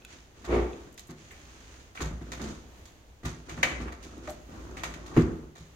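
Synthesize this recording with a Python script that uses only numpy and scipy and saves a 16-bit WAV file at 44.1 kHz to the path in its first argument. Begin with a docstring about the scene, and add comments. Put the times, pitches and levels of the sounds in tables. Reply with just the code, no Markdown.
"""Wooden drawers on metal runners in a small quiet room, heard from close by.
One is shoved shut with a judder; the next is pulled out and eased back until its catch snaps;
a third rolls out and thuds against its end stop. Knocks, soft low thumps, clicks and light taps are
decaying modes and noise bursts; drawer strokes, a soft rustle at the start and low rumble after the
stop are shaped noise; a slip train makes the judder. Diffuse echo and faint air lie around them."""
import sys
import numpy as np
from scipy import signal
from scipy.fft import rfft, irfft, next_fast_len
from scipy.io import wavfile

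SR = 44100
rng = np.random.default_rng(int(sys.argv[2]) if len(sys.argv) > 2 else 0)


def to_wav(sig):
    """Store sig (one row per channel, or 1-D mono) as 16-bit WAV at the path in sys.argv[1].

    Samples outside -1..1 are clipped; the rate is SR.
    """
    pcm = np.clip(np.atleast_2d(sig), -1, 1) * 32767
    pcm = np.round(pcm).astype(np.int16)
    wavfile.write(sys.argv[1], SR, pcm.T)  # frames by channels


N = 253575
TIME = np.arange(N) / SR
AGE = TIME[:SR * 2 // 3]  # time since a blow [s]

# cabinet modes: (frequency [Hz], relative level [dB], t60 [s])
CABINET_MODES = [(59, 8.5, 0.35), (80.1, 6.5, 0.52), (110.8, 8, 0.22), (152.2, 8, 0.58), (171.2, 5, 0.41)]
# drawer box modes: (frequency [Hz], relative level [dB], t60 [s])
BOX_MODES = [(218.5, -5, 0.26), (248.4, -2, 0.31), (296.8, -6.5, 0.2), (331.5, 1, 0.24),
             (367.6, -6.5, 0.36), (404.4, 5.5, 0.036), (436.8, -19, 0.78)]
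# thin side panels and drawer bottom: (frequency [Hz], relative level [dB], t60 [s])
PANEL_MODES = [(521, -4.5, 0.34), (604, -6, 0.74), (697.4, 3.5, 0.23), (768.5, 4.5, 0.18), (882, -2, 0.37),
               (1013, 4.5, 0.1), (1107, 3.5, 0.2), (1191, 9, 0.13), (1390, 4, 0.076), (1460, -9, 0.067),
               (1500, 3.5, 0.073), (1880, 16, 0.035)]
# steel runner modes: (frequency [Hz], relative level [dB], t60 [s])
RUNNER_MODES = [(1356, 6.5, 0.16), (1982, 13, 0.14), (1940, -17, 0.085), (2010, -28, 0.13),
                (2178, 8.5, 0.12), (2270, 26, 0.14), (2400, -27, 0.32), (2583, 5, 0.1), (2500, 5, 0.2),
                (2700, -7, .15), (3500, -2, 0.34), (3850, 5.5, 0.06)]
# dense cabinet boom: (frequency [Hz], relative level [dB/Hz])
BOOM_SPECTRUM = [(25, -48), (42, 0), (58, -29), (80, 7.5), (160, 0.5), (210, 5), (400, -61)]
# dense drawer box vibration: (frequency [Hz], relative level [dB/Hz])
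BODY_SPECTRUM = [(120, -21), (220, -17.5), (350, 4.5), (440, 8), (540, -11.5), (900, -15), (2000, -70)]
# clack of edges and panels: (frequency [Hz], relative level [dB/Hz])
CLACK_SPECTRUM = [(300, -11), (550, -2), (720, -8), (950, -2.5), (1300, 0.5), (2100, -4), (3200, -14),
                  (7000, -32)]
# treble tick of a contact: (frequency [Hz], relative level [dB/Hz])
TICK_SPECTRUM = [(1200, -20), (2500, -3), (3800, 3), (5200, -2), (7000, -3.5), (10000, -13.5),
                 (16000, -12.5)]


def amp(db):
    """Decibels to gain."""
    return np.exp(np.asarray(db) * (np.log(10) / 20))


def read(points, hz):
    """Interpolates a spectrum table on a log-frequency axis."""
    table_hz, value = np.transpose(points)
    return np.interp(np.log(hz + 1), np.log(table_hz), value)


def add(mix, time_s, sound):
    """Mixes a sound in at time_s, cut at the end of the mix."""
    part = mix[:, round(time_s * SR):][:, :sound.shape[-1]]
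    part += sound[..., :part.shape[1]]


def taps(points, size=8192):
    """Minimum-phase impulse response with the given spectrum."""
    hz = abs(np.fft.fftfreq(size, 1 / SR))
    log_gain = np.log(amp(read(points, hz)))
    spectrum = np.exp(np.conj(signal.hilbert(log_gain)))
    return np.fft.ifft(spectrum).real[:size // 2]


def colour(x, points):
    """Gives white sound a spectrum and keeps its power."""
    h = taps(points)
    return signal.oaconvolve(x, h[None] / np.linalg.norm(h), axes=1)[:, :N]


def blow(x):
    """Scales a struck sound to rms 1 over its first 40 ms."""
    return x / np.sqrt(np.mean(x[..., :SR // 25] ** 2) + 1e-20)


def grit(size, spread_db):
    """Two channels of noise whose shared strength changes every few milliseconds."""
    step = 128  # samples
    knots = rng.standard_normal(size // step + 2)
    level_db = spread_db * np.interp(np.arange(size) / step, np.arange(len(knots)), knots)
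    strength = amp(level_db)
    return rng.standard_normal((2, size)) * strength / np.sqrt(np.mean(strength ** 2))


def onset(contact_s):
    """Force builds up over the contact time."""
    return 1 - np.exp(-(AGE / contact_s) ** 2)


def burst(contact_s, t60_s, chatter_db):
    """Countless close modes, as noise, that die away together with a little chatter."""
    return blow(grit(len(AGE), chatter_db) * onset(contact_s) * amp(-60 * AGE / t60_s))


def ring(modes, contact_s):
    """Decaying sines; each place of impact weights the modes a little differently."""
    place_db = rng.standard_normal(len(modes))
    total = np.zeros(len(AGE))
    for k, (hz, db, t60_s) in enumerate(modes):
        decay = amp(db + place_db[k] - 60 * AGE / t60_s)
        total += (-1) ** k * decay * np.sin(2 * np.pi * hz * AGE)
    return blow(total * onset(contact_s))


def shake(force, modes):
    """A running force keeps a set of modes ringing."""
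    h = ring(modes, contact_s=0.0021)
    return signal.oaconvolve(force, h[None] / np.linalg.norm(h), axes=1)[:, :N]


def swell(start_s, rise_s, length_s, t60_s):
    """Envelope that builds up, holds until length_s after its start, and dies away."""
    age = np.maximum(TIME - start_s, 0)
    return (1 - np.exp(-(age / rise_s) ** 2)) * amp(-60 * np.maximum(age - length_s, 0) / t60_s)


def air(hiss_db=-55.5, drift_db=-2.0, throb_db=-60, throb_spread_db=3):
    """Faint drifting noise over a low throb: the lowest cabinet mode driven by noise."""
    # room air: (frequency [Hz], relative level [dB/Hz])
    air_spectrum = [(20, -5), (35, 2), (58, 2.5), (85, 6), (160, -4.5), (350, -5), (650, -9), (1400, -15),
                    (2600, -16.5), (6500, -25), (10000, -31.5), (16000, -25)]

    def wander(count):
        return np.interp(TIME, np.linspace(0, TIME[-1], count), rng.standard_normal(count))

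    hiss_gain = amp(hiss_db + drift_db * wander(count=30))
    hiss = hiss_gain * colour(rng.standard_normal((2, N)), air_spectrum)
    throb_gain = amp(throb_db + throb_spread_db * wander(count=40))
    return hiss + throb_gain * shake(rng.standard_normal((2, N)), CABINET_MODES[:1])


def fitting_taps():
    """Light taps ring the modes of a small hard fitting."""
    # taps: (time [s], level [dB])
    tap_events = [(0.021, -66), (0.049, -54), (0.732, -59), (0.978, -65), (1.31, -67)]
    # fitting: (frequency [Hz], relative level [dB], t60 [s])
    fitting_modes = [(1485, -6.5, 0.055), (2410, -13, 0.04), (2580, 5.5, 0.019), (3490, 0, 0.018),
                     (4020, -10, 0.044)]
    mix = np.zeros((2, N))
    for time_s, db in tap_events:
        add(mix, time_s, amp(db) * ring(fitting_modes, contact_s=0.00029))
    return mix


def clicks(runner_db=-8.0, panels_db=-5, clack_dense_db=-3, snap=30.0, sharp_s=0.0012, lead_s=0.00042):
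    """Steel snaps and rings runners and panels; crack and tones start first on the right."""
    # runner and catch metal, levels before the trims above:
    # (time [s], contact [s], clack [dB], ring [dB], tick [dB], noise t60 [s])
    click_events = [(.049, 0.0003, -80, -77, -62.5, 0.022), (0.978, 0.00036, -58.5, -59, -54.5, 0.069),
                    (0.994, 0.00032, -62, -83, -54.5, 0.039), (1.309, 0.0006, -61, -55, -82, 0.15),
                    (1.95, 0.0017, -50, -59, -54.5, 0.39), (1.972, 0.0017, -48.5, -48, -67, 0.12),
                    (2.319, 0.00033, -43.5, -51.5, -46, 0.14), (2.481, 0.00083, -57, -68, -56, 0.53),
                    (2.855, 0.00048, -62.5, -68, -57.5, 0.15), (3.494, 0.00083, -46.5, -49.5, -51.5, 0.17),
                    (3.6299, 0.00042, -31, -25.5, -35, 0.087), (3.6338, 0.00056, -32, -63, -47, 0.012),
                    (3.872, 0.0039, -46, -55.5, -77, 0.15), (3.921, 0.0015, -48.5, -65, -58, 0.11),
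                    (4.028, 0.0013, -64, -60, -53.5, 0.19), (4.294, 0.0029, -64, -73, -55.5, 0.032),
                    (4.767, 0.0022, -46, -49, -52.5, 0.21), (4.835, 0.0006, -38, -43, -42, 0.11),
                    (4.939, 0.00055, -53, -52.5, -54, 0.041), (5.059, 0.0026, -50.5, -69, -54.5, 0.26),
                    (5.134, 0.0098, -50.5, -61, -58, 0.26), (5.554, 0.0014, -55, -64, -57.5, 0.48)]
    # dense steel ring: (frequency [Hz], relative level [dB/Hz])
    steel_spectrum = [(900, -20), (1600, -4), (2050, 1.5), (2500, -2), (3000, -8), (3600, -12.5),
                      (7000, -37)]
    modes, clack, steel, tick = np.zeros((4, 2, N))
    lag = round(lead_s * SR)
    for time_s, contact_s, clack_db, ring_db, tick_db, t60_s in click_events:
        strike = burst(contact_s, t60_s, chatter_db=3.0)
        rattle = burst(contact_s, t60_s, chatter_db=2.5)
        crack = np.zeros_like(strike)
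        crack[[0, 1], [lag, 0]] = snap * np.exp(-contact_s / sharp_s)  # weak for a soft contact
        add(clack, time_s, amp(clack_db + clack_dense_db) * burst(contact_s, t60_s, chatter_db=9))
        add(steel, time_s, amp(ring_db) * blow(strike + crack))
        add(tick, time_s, amp(tick_db) * blow(rattle + crack))
        runner_tone = amp(ring_db + runner_db) * ring(RUNNER_MODES, contact_s)
        panel_tone = amp(clack_db + panels_db) * ring(PANEL_MODES, contact_s)
        tone = runner_tone + panel_tone
        add(modes, time_s, np.array([np.roll(tone, lag), tone]))
    dense = colour(clack, CLACK_SPECTRUM) + colour(steel, steel_spectrum)
    return modes + dense + colour(tick, TICK_SPECTRUM)


def nails():
    """Tiny hard contacts, as of fingernails: noise bursts mostly in the high treble."""
    # ticks: (time [s], level [dB], t60 [s])
    nail_events = [(0.049, -59, 0.0078), (0.925, -67, 0.028), (0.942, -65, 0.036), (0.976, -60, .03),
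                   (.993, -56, 0.1), (1.069, -62, 0.083), (1.105, -65, 0.046), (1.309, -62, .2),
                   (3.25, -58, 0.11), (4.180, -69, 0.022), (4.294, -54, 0.12)]
    # bright tick: (frequency [Hz], relative level [dB/Hz])
    bright_spectrum = [(3000, -27), (6000, -12), (7500, 5.5), (9500, -3.5), (12000, 3), (16000, -4)]
    ticks = np.zeros((2, N))
    for time_s, db, t60_s in nail_events:
        add(ticks, time_s, amp(db) * burst(contact_s=0.00041, t60_s=t60_s, chatter_db=5))
    return colour(ticks, bright_spectrum)


def strokes_and_rustle(cabinet_db=-12, box_db=-10, panels_db=-19, rise_s=0.03, fade_t60_s=0.6):
    """Drawer strokes, a soft rustle at the start, low rumble after the stop: noise and driven modes."""
    # drawer strokes, first rustle, last rumble: (start [s], length [s], rumble [dB], scrape [dB])
    stroke_events = [(0.061, 0.062, -53, -52), (0.33, 0.53, -51.5, -60.5), (1.144, 0.66, -59, -57.5),
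                     (1.977, 0.064, -36, -52), (2.226, 0.21, -46, -60), (2.378, 0.1, -39.5, -49.5),
                     (3.227, 0.073, -44.5, -52), (3.443, 0.2, -43, -55.5), (3.603, 0.25, -40, -57.5),
                     (3.979, 0.21, -47, -59.5), (4.204, 0.063, -41, -54), (4.468, 0.56, -43.5, -60.5),
                     (5.074, 0.22, -38.5, -62.5)]
    # low rumble: (frequency [Hz], relative level [dB/Hz])
    rumble_spectrum = [(25, -38.5), (45, -7), (58, 13.5), (80, -1.5), (150, -7), (240, -4), (340, -4),
                       (480, -10), (800, -17), (1500, -16), (4000, -68)]
    # bright scrape or rustle: (frequency [Hz], relative level [dB/Hz])
    scrape_spectrum = [(300, -20), (900, -5.5), (1500, -1), (2200, -2), (3300, -4.5), (6500, -8.5),
                       (10000, -20), (16000, -48.5)]
    rumble, scrape = np.zeros((2, N))
    for start_s, length_s, rumble_db, scrape_db in stroke_events:
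        envelope = swell(start_s, rise_s, length_s, fade_t60_s)
        rumble = np.hypot(rumble, amp(rumble_db) * envelope)  # powers add
        scrape = np.hypot(scrape, amp(scrape_db) * envelope)
    drive = rumble * grit(N, spread_db=7)
    driven = amp(cabinet_db) * shake(drive, CABINET_MODES)
    driven += amp(box_db) * shake(drive, BOX_MODES)
    driven += amp(panels_db) * shake(drive, PANEL_MODES)
    rumble_noise = colour(rumble * grit(N, spread_db=4.0), rumble_spectrum)
    scrape_noise = colour(scrape * grit(N, spread_db=2.0), scrape_spectrum)
    return driven + rumble_noise + scrape_noise


def knocks_and_thumps(low_modes_db=-3, box_modes_db=-4, panels_db=-6, boom_dense_db=-13,
                      body_dense_db=-13, clack_dense_db=-1):
    """Knocks of wood and a few soft low thumps: decaying modes and noise bursts, balanced per event."""
    # knocks and thumps, levels before the trims above:
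    # (time [s], contact [s], boom [dB], body [dB], clack [dB], tick [dB])
    knock_events = [(0.441, 0.0051, -67, -55, -46.5, -53), (1.083, 0.015, -45, -46.5, -54, -57.5),
                    (2.003, 0.0019, -39.5, -42, -38, -47), (2.015, 0.00071, -41, -48, -55, -44.5),
                    (2.048, .006, -37.5, -68, -47, -54), (2.124, 0.0036, -39, -67, -60, -69),
                    (2.206, 0.0066, -43.5, -45, -54, -64), (2.389, 0.0099, -49, -46.5, -48, -72),
                    (2.415, 0.0016, -44, -47, -55, -48), (3.232, 0.00087, -44, -46.5, -53, -63),
                    (3.248, 0.0049, -32.5, -41.5, -41, -45), (3.511, 0.004, -43, -61, -64, -70),
                    (3.576, 0.0013, -40, -53, -46, -60), (3.802, 0.0041, -38.5, -51, -47.5, -57.5),
                    (4.274, 0.00067, -50, -51, -45, -55.5), (5.1639, 0.0011, -22.5, -25.5, -32.5, -65),
                    (5.171, 0.00051, -20, -15.5, -44, -53), (5.193, 0.0026, -30, -27, -42.5, -52),
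                    (5.214, .004, -23, -58, -56, -80), (5.257, 0.0032, -32, -32, -66, -76),
                    (5.595, 0.0079, -46.5, -58.5, -74, -74)]
    modes, boom, body, clack, tick = np.zeros((5, 2, N))
    for time_s, contact_s, boom_db, body_db, clack_db, tick_db in knock_events:
        add(modes, time_s, amp(boom_db + low_modes_db) * ring(CABINET_MODES, contact_s))
        add(modes, time_s, amp(body_db + box_modes_db) * ring(BOX_MODES, contact_s))
        add(modes, time_s, amp(clack_db + panels_db) * ring(PANEL_MODES, contact_s))
        add(boom, time_s, amp(boom_db + boom_dense_db) * burst(contact_s, t60_s=0.33, chatter_db=2.5))
        add(body, time_s, amp(body_db + body_dense_db) * burst(contact_s, t60_s=0.11, chatter_db=4.5))
        add(clack, time_s, amp(clack_db + clack_dense_db) * burst(contact_s, t60_s=0.23, chatter_db=2))
        add(tick, time_s, amp(tick_db) * burst(contact_s, t60_s=0.2, chatter_db=4.0))
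    low = colour(boom, BOOM_SPECTRUM) + colour(body, BODY_SPECTRUM)
    return modes + low + colour(clack, CLACK_SPECTRUM) + colour(tick, TICK_SPECTRUM)


def shove(box_db=-11, panels_db=-17, runner_db=-28, slips_db=-5, rub_db=-3, sway_db=-4,
          sway_dense_db=-14, jitter_s=0.0001):
    """A hard-pushed drawer sticks and slips in an even train that buzzes wood and sways the cabinet."""
    # rubbing of the shoved drawer: (frequency [Hz], relative level [dB/Hz])
    rub_spectrum = [(70, -29), (110, -3), (190, -6.5), (260, -0.5), (300, 1), (345, -1), (430, -0.5),
                    (620, -7), (900, -10), (1250, -12), (1650, -18.5), (2100, -15.5), (2700, -23.5),
                    (11000, -49)]
    start_s, judder_hz = 0.4588, 58.9
    rumble = amp(-23) * swell(start_s, rise_s=0.053, length_s=0.095, t60_s=0.47)
    boom = amp(-26) * swell(start_s, rise_s=0.033, length_s=0.17, t60_s=0.24)

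    slip_s = np.arange(0, TIME[-1] - 0.1, 1 / judder_hz)
    late, size_db = rng.standard_normal((len(slip_s), 2)).T
    slip_index = np.round(abs(slip_s + jitter_s * late) * SR).astype(int)
    slips = np.zeros(N)
    slips[slip_index] = amp(2 * size_db) * np.sqrt(SR / judder_hz)  # near unit rms

    rub = amp(rub_db) * rumble * grit(N, spread_db=0.0)
    jolts = rumble * slips + rub
    modes = amp(box_db) * shake(jolts, BOX_MODES)
    modes += amp(panels_db) * shake(jolts, PANEL_MODES)
    modes += amp(runner_db) * shake(jolts, RUNNER_MODES)
    buzz = colour((rumble * slips)[None], BODY_SPECTRUM)  # the slips drum on the box
    dense = amp(slips_db) * buzz + colour(rub, rub_spectrum)
    sway = amp(sway_db) * boom * np.sin(2 * np.pi * judder_hz * TIME)
    sway_dense = amp(sway_dense_db) * colour(boom * grit(N, spread_db=3), BOOM_SPECTRUM)
    return modes + dense + sway + sway_dense


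def board_bumps():
    """The bottom board of the second drawer drums as the rollers cross a bump."""
    # bumps: (time [s], level [dB])
    bump_events = [(2.414, -39.5), (2.484, -42.5)]
    # bottom board: (frequency [Hz], relative level [dB], t60 [s])
    board_modes = [(221.8, 6, 0.28), (276, -15, 0.22), (424, -3.5, 0.17)]
    mix = np.zeros((2, N))
    for time_s, db in bump_events:
        add(mix, time_s, amp(db) * ring(board_modes, contact_s=0.0087))
    return mix


def settles():
    """The drawer front rings softly as it settles on its bumpers."""
    # settling: (time [s], level [dB])
    settle_events = [(4.275, -37.5), (4.292, -40)]
    # drawer front: (frequency [Hz], relative level [dB], t60 [s])
    front_modes = [(613.6, 7, 0.25), (682, 2.5, 0.15), (769, 8.5, 0.066), (899, -15, 0.13)]
    mix = np.zeros((2, N))
    for time_s, db in settle_events:
        add(mix, time_s, amp(db) * ring(front_modes, contact_s=0.012))
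    return mix


def room(x, build_s=0.0019):
    """A diffuse noise tail in which each band dies at its own speed."""
    # room decay: (frequency [Hz], t60 [s])
    room_decay = [(60, 0.43), (300, 0.75), (700, 0.58), (2000, 0.49), (6000, 0.47), (14000, 0.29)]
    hz, t, z = signal.stft(rng.standard_normal((2, len(AGE))), SR, nperseg=256)
    decay = amp(-60 * t / read(room_decay, hz)[:, None])
    tail = signal.istft(z * decay, SR)[1][:, :len(AGE)] * onset(build_s)
    return signal.oaconvolve(x, tail / np.linalg.norm(tail[0]), axes=1)[:, :N]


def ports(x):
    """Mid and side are weighted by band: long waves reach both ports alike, short ones differ."""
    # likeness of diffuse sound at the two ports: (frequency [Hz], correlation [-1..1])
    likeness = [(60, 1), (130, 0.76), (290, 0.95), (640, 0.36), (1400, -0.18), (3000, 0)]
    size = next_fast_len(N)
    same = np.clip(read(likeness, np.fft.rfftfreq(size, 1 / SR)), -1, 1)
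    mid, side = rfft([x[0] + x[1], x[0] - x[1]], size) / 2
    mid, side = mid * np.sqrt(1 + same), side * np.sqrt(1 - same)
    return irfft([mid + side, mid - side], size)[:, :N]


def scene(knock_wet_db=-11, click_wet_db=-5, stroke_wet_db=-10):
    """The drawers and small handling sounds, their echo, and the air of the room."""
    low = knocks_and_thumps() + settles() + board_bumps()
    metal = clicks() + fitting_taps()
    strokes = strokes_and_rustle() + shove()
    echo = room(amp(knock_wet_db) * low + amp(click_wet_db) * metal + amp(stroke_wet_db) * strokes)
    return ports(low + metal + strokes + nails() + echo + air())


def record(dry):
    """Each microphone port colours the treble in its own way; a low-pass limits the band."""
    # left port response: (frequency [Hz], gain [dB])
    left_response = [(4000, -0.5), (5500, -3), (7200, -7), (8000, 5), (9000, 1), (12000, 1), (16000, -15)]
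    # right port response: (frequency [Hz], gain [dB])
    right_response = [(4000, -0.5), (5500, 1.5), (6700, 10), (7500, 2), (8300, -62), (8900, -5),
                      (9400, -10.5), (13000, -4.5), (15500, -5)]
    edge_hz = 16100
    responses = np.array([taps(left_response), taps(right_response)])
    heard = signal.oaconvolve(dry, responses, axes=1)[:, :N]
    low_pass = signal.firwin(511, edge_hz, window=("kaiser", 9), fs=SR)
    return signal.oaconvolve(heard, low_pass[None], "same", axes=1)


dry = scene()
out = record(dry)
to_wav(out)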